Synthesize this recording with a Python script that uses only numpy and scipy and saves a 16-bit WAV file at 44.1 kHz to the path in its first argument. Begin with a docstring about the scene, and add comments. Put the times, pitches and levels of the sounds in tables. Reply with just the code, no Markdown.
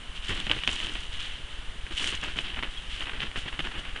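"""A steady night hiss and a trail camera's own low electrical pulsing, with a faint insect-like whine.
A few metres from the camera an animal brushes through dry grass and digs: its claws scrape
crumbling soil, earth thuds, paws thump, stalks and clods snap, and once something squeaks.
All of it reaches one small microphone that rings near 3 kHz."""
import sys
import numpy as np
from scipy.fft import rfft, irfft, next_fast_len
from scipy.io import wavfile
from scipy.ndimage import map_coordinates

SR = 44100
rng = np.random.default_rng(int(sys.argv[2]) if len(sys.argv) > 2 else 0)


def generate_wav(signal):
    """Clip the signal to [-1, 1] and save it as 16-bit WAV at the path in sys.argv[1]."""
    frames = np.transpose(np.atleast_2d(signal))
    scaled = np.clip(frames, -1, 1) * 32767
    pcm = np.round(scaled).astype(np.int16)
    wavfile.write(sys.argv[1], SR, pcm)


N = 176400


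def amp(db):
    """Decibels to gain."""
    return 10 ** (np.asarray(db) / 20)


def unit(x):
    """Scaled to rms 1."""
    return x / np.sqrt(np.mean(x ** 2) + 1e-20)


def coloured(x, points):
    """x through a causal filter with the given (Hz, dB) points."""
    size = 2 * next_fast_len(N // 2 + 8192)
    hz, db = np.transpose(points)
    gain = amp(np.interp(np.log(np.fft.rfftfreq(size, 1 / SR) + 1), np.log(hz), db))
    # Folding the cepstrum gives minimum phase: nothing rings ahead of a click.
    cepstrum = irfft(np.log(gain), size)
    cepstrum[1:size // 2] *= 2
    cepstrum[size // 2 + 1:] = 0
    return irfft(rfft(x, size) * np.exp(rfft(cepstrum)), size)[:N]


def wobble(rate):
    """A smooth random curve, rate knots a second."""
    knots = rng.standard_normal(int(N * rate / SR) + 4)
    return map_coordinates(knots, [np.arange(N) * rate / SR])


def grains(rate, spread_db, clump_db):
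    """Tiny fractures of uneven size, rate a second, that swell in clumps."""
    sizes = amp(spread_db * np.clip(rng.standard_normal(N), -2, 2)) * rng.choice([-1, 1], N)
    breaks = rng.random(N) < rate / SR
    return breaks * sizes * amp(clump_db * wobble(170))


def strokes(rows, level_column):
    """Envelope of all strokes: each rises, holds, then fades over a span centred on its end."""
    t, power = np.arange(N) / SR, np.zeros(N)
    attack_share = 0.16
    for row in rows:
        start, length = row[:2]
        progress = (t - start) / length
        shape = np.clip(progress / attack_share, 0, 1) * np.clip(1.5 - progress, 0, 1)
        power += (amp(row[level_column]) * shape) ** 2
    return np.sqrt(power)


def hiss():
    """Steady hiss of the night air and the microphone."""
    # The colour of the hiss. Each row: frequency in Hz, gain in dB.
    hiss_colour = [(20, 21.5), (70, 8.5), (160, 2), (380, -4), (750, -6), (1600, 0), (3000, -2), (5000, -5),
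                   (8000, -5.5), (11000, -6), (15000, -67)]
    return amp(-38.5 + 0.13 * wobble(6.56)) * unit(coloured(rng.standard_normal(N), hiss_colour))


def insect():
    """A faint thin whine, probably an insect far off in the grass."""
    t, pitch_hz = np.arange(N) / SR, 9150
    level = amp(-57 + 2 * wobble(12))
    return level * np.sin(2 * np.pi * pitch_hz * t + 2 * wobble(200))


def camera_pulses():
    """The camera's electronics pulse twelve times a second, on ticks of a 20 Hz clock, so the beat limps."""
    frame_s, tick_s, width_s = 0.083958, 0.04985, 0.0056
    t = np.arange(N) / SR
    frames = np.arange(1, int(N / SR / frame_s) + 1)
    times = tick_s * np.floor(frames * frame_s / tick_s + 0.76) - 0.002
    sizes = amp(-25 + rng.normal(0, 0.52, len(times)))
    return -sum(size / (1 + ((t - at) / width_s) ** 2 / 2) ** 2 for at, size in zip(times, sizes))


def grass():
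    """Stalks crackle, fine blades swish and dry tips tick as the body pushes past."""
    # Brushes against dry grass. Each row: start in seconds, length in seconds, stalks in dB, blades in dB.
    brushes = [(.145, 0.047, -41, -41), (.21, 0.22, -38, -40), (.277, 0.045, -32, -32),
               (.33, 0.18, -40, -42.5), (.48, 0.38, -39.5, -41.5), (.673, 0.11, -36, -33),
               (.76, 0.17, -37, -36.5), (.92, 0.17, -42.5, -41.5), (1.11, 0.097, -40, -42.5),
               (1.185, 0.11, -34, -39.5), (1.29, 0.12, -42, -52), (1.47, 0.14, -46, -54),
               (1.9, 0.23, -41.5, -39.5), (1.955, 0.14, -32.5, -28), (2.068, 0.042, -34, -24.5),
               (2.115, 0.082, -36.5, -39), (2.19, 0.14, -38.5, -41), (2.355, 0.08, -36, -37.5),
               (2.435, .075, -36, -57), (2.67, 0.29, -45.5, -48), (2.89, 0.15, -37.5, -40.5),
               (3.19, 0.083, -37, -48), (3.365, 0.051, -38, -32.5), (3.41, 0.12, -43, -54),
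               (3.59, 0.11, -45, -46), (3.775, 0.036, -44, -41)]
    # The mid-range crackle of stalks. Each row: frequency in Hz, gain in dB.
    stalk_colour = [(200, -29.5), (900, -18.5), (1800, -2.5), (3000, 0), (4200, -3.5), (6000, -11),
                    (12000, -48)]
    # The high swish of blades. Each row: frequency in Hz, gain in dB.
    blade_colour = [(500, -32), (3000, -7), (5000, -2.5), (7000, -2.5), (10500, -8), (14000, -37)]
    stalks = unit(coloured(grains(rate=3500, spread_db=4.0, clump_db=2.04), stalk_colour))
    swish = unit(grains(rate=5000, spread_db=-1.5, clump_db=2.0))
    ticks = amp(-1) * unit(grains(rate=110, spread_db=3.0, clump_db=0.0))
    blades = unit(coloured(swish + ticks, blade_colour))
    return stalks * strokes(brushes, level_column=2) + blades * strokes(brushes, level_column=3)


def digging():
    """Claws break crumbs of soil loose while the earth thuds under them."""
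    # Claw strokes. Each row: start in seconds, length in seconds, grit in dB, thud of earth in dB.
    scrapes = [(.287, 0.046, -28.5, -31), (.343, 0.078, -37.5, -37.5), (.463, 0.023, -35, -34.5),
               (.496, 0.042, -29.5, -31), (.548, .035, -36, -35), (.678, 0.023, -29.5, -33),
               (.715, 0.08, -39, -45), (.798, 0.13, -40, -41.5), (.95, 0.028, -37, -40),
               (1.865, 0.01, -35.5, -44.5), (1.905, 0.023, -37.5, -37.5), (1.99, 0.12, -36, -41),
               (2.12, 0.027, -36, -38.5), (2.222, 0.033, -29.5, -38.5), (2.26, .055, -35, -42),
               (2.355, 0.062, -35, -38), (2.43, 0.14, -40, -47), (2.558, 0.047, -35.5, -43.5),
               (2.622, 0.051, -34.5, -40), (3.0, 0.035, -33, -43), (3.053, 0.041, -35.5, -39.5),
               (3.09, 0.033, -34.5, -51), (3.12, 0.074, -38, -41.5), (3.21, 0.055, -32.5, -36.5),
               (3.355, 0.032, -32.5, -36.5), (3.453, 0.019, -41, -35), (3.473, 0.018, -32.5, -43),
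               (3.522, 0.048, -38.5, -48), (3.588, .018, -30, -33), (3.63, 0.063, -34.5, -41.5),
               (3.708, 0.022, -35, -48), (3.735, .07, -37, -41.5), (3.83, 0.087, -38.5, -50),
               (3.945, .055, -39, -49)]
    # The rasp of crumbling soil. Each row: frequency in Hz, gain in dB.
    grit_colour = [(100, -12), (500, -8), (900, -4.5), (1700, 4), (2600, 2), (3600, -3.5), (6000, -12.5),
                   (11000, -22.5), (16000, -36)]
    # The low thud of earth. Each row: frequency in Hz, gain in dB.
    earth_colour = [(30, 7.5), (80, -1), (190, 0), (360, -1), (490, -9.5), (800, -12.5), (2000, -44),
                    (6000, -76)]
    grit = unit(coloured(grains(rate=2000, spread_db=4.5, clump_db=2.56), grit_colour))
    earth = unit(coloured(grains(rate=1800, spread_db=2.5, clump_db=-0.6), earth_colour))
    return grit * strokes(scrapes, level_column=2) + earth * strokes(scrapes, level_column=3)


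def steps():
    """A paw's weight gives a short dull thump in the ground."""
    # Paws landing or pushing earth aside. Each row: start in seconds, level in dB, pitch in Hz.
    footfalls = [(.292, -27, 99), (.308, -26, 72.4), (.35, -42, 109), (0.508, -31, 91), (.715, -31, 70),
                 (1.128, -31, 70), (2.135, -28.5, 78.5), (3.592, -30, 155)]
    attack_s, t60_s = 0.004, 0.12
    thumps, t = np.zeros(N + SR), np.arange(SR // 4) / SR
    shape = amp(-60 * t / t60_s) * (1 - np.exp(-t / attack_s))
    for start, db, hz in footfalls:
        thumps[round(start * SR):][:len(t)] += amp(db) * shape * np.sin(2 * np.pi * hz * t)
    return thumps[:N]


def snaps():
    """Each break is a click of a few cycles, a weaker crack as a second fibre goes, and splinter fizz."""
    # Stalks and clods breaking. Each row: start in seconds, level in dB, pitch in Hz.
    breaks = [(0.4012, -16, 3400), (.4018, -18, 8100), (.468, -16.5, 2830), (.4755, -22, 2700),
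              (0.4968, -10, 2740), (.5142, -3, 2800), (0.5892, -19, 2490), (0.636, -13, 2470),
              (.676, -4, 2670), (0.6755, -12, 6000), (0.6917, -13.5, 2920), (.731, -12.5, 7250),
              (0.763, -17.5, 2980), (0.8021, -16, 2600), (.828, -22, 3000), (.869, -16.5, 2940),
              (.954, -17, 2610), (2.083, -17, 7000), (2.102, -16, 8500), (1.872, -32, 2400),
              (1.982, -22, 2970), (1.9968, -18.5, 3200), (2.152, -13, 6640), (2.239, -17, 7000),
              (2.388, -9.5, 2600), (2.545, -22, 2400), (2.562, -20.5, 2750), (2.572, -20, 2000),
              (2.591, -17, 2120), (2.6265, -14.5, 2080), (2.634, -12.5, 2090), (3.007, -18.5, 2870),
              (3.0577, -23.5, 2800), (3.095, -16.5, 2250), (3.2042, -12.5, 2900), (3.315, -23, 2360),
              (3.359, -15, 2020), (3.528, -20.5, 1920), (3.5925, -11.5, 2300), (3.672, -19.5, 1770)]
    # The fizz of splinters. 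Each row: frequency in Hz, gain in dB.
    splinter_colour = [(100, -8.5), (700, -0.5), (2000, -2), (4000, 2.5), (7000, -8), (12000, -8.5)]
    attack_s, click_t60_s = 0.00012, 0.002
    recrack_db, longest_lag_s = -6, 0.001754
    splinter_db, splinter_t60_s = -19.5, 0.039
    clicks, fizz_level, t = np.zeros(N + SR), np.zeros(N + SR), np.arange(SR // 10) / SR
    shape = amp(-60 * t / click_t60_s) * (1 - np.exp(-t / attack_s))
    lags = rng.uniform(0.5, 1, len(breaks)) * longest_lag_s
    for (start, db, hz), lag in zip(breaks, lags):
        click = amp(db) * shape / shape.max() * np.sin(2 * np.pi * hz * t)
        clicks[round(start * SR):][:len(t)] += click
        clicks[round((start + lag) * SR):][:len(t)] += amp(recrack_db) * click
        fizz_level[round(start * SR):][:len(t)] += amp(db + splinter_db - 60 * t / splinter_t60_s)
    fizz = unit(coloured(rng.standard_normal(N), splinter_colour))
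    return clicks[:N] + fizz_level[:N] * fizz


def squeak():
    """A tiny squeak, perhaps one stalk rubbing on another."""
    peak_s, width_s, pitch_hz = 2.778, 0.0051, 3270
    t = np.arange(N) / SR - peak_s
    level = amp(-33.5) * np.exp(-(t / width_s) ** 2 / 2)
    return level * np.sin(2 * np.pi * pitch_hz * t + 0.75 * wobble(300))


def scene():
    """The animal a few metres off, over the night background and the camera's pulsing, in mono."""
    animal = digging() + steps() + grass() + snaps() + squeak()
    return (animal + insect() + hiss() + camera_pulses())[None]


def record(dry):
    """The small microphone honks near 3 kHz, then the camera cuts off the top treble."""
    # The microphone's response. Each row: frequency in Hz, gain in dB.
    microphone = [(100, -1.5), (1000, -2.5), (2450, -4), (2980, 4.5), (3600, -2.5), (4300, -10.5),
                  (5200, -13.5), (9500, -14.5), (10300, -17.5), (11000, -35)]
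    top_hz = 11350
    heard = coloured(dry[0], microphone)
    passband = np.fft.rfftfreq(2 * N, 1 / SR) < top_hz
    return irfft(rfft(heard, 2 * N) * passband)[None, :N]


dry = scene()
out = record(dry)
generate_wav(out)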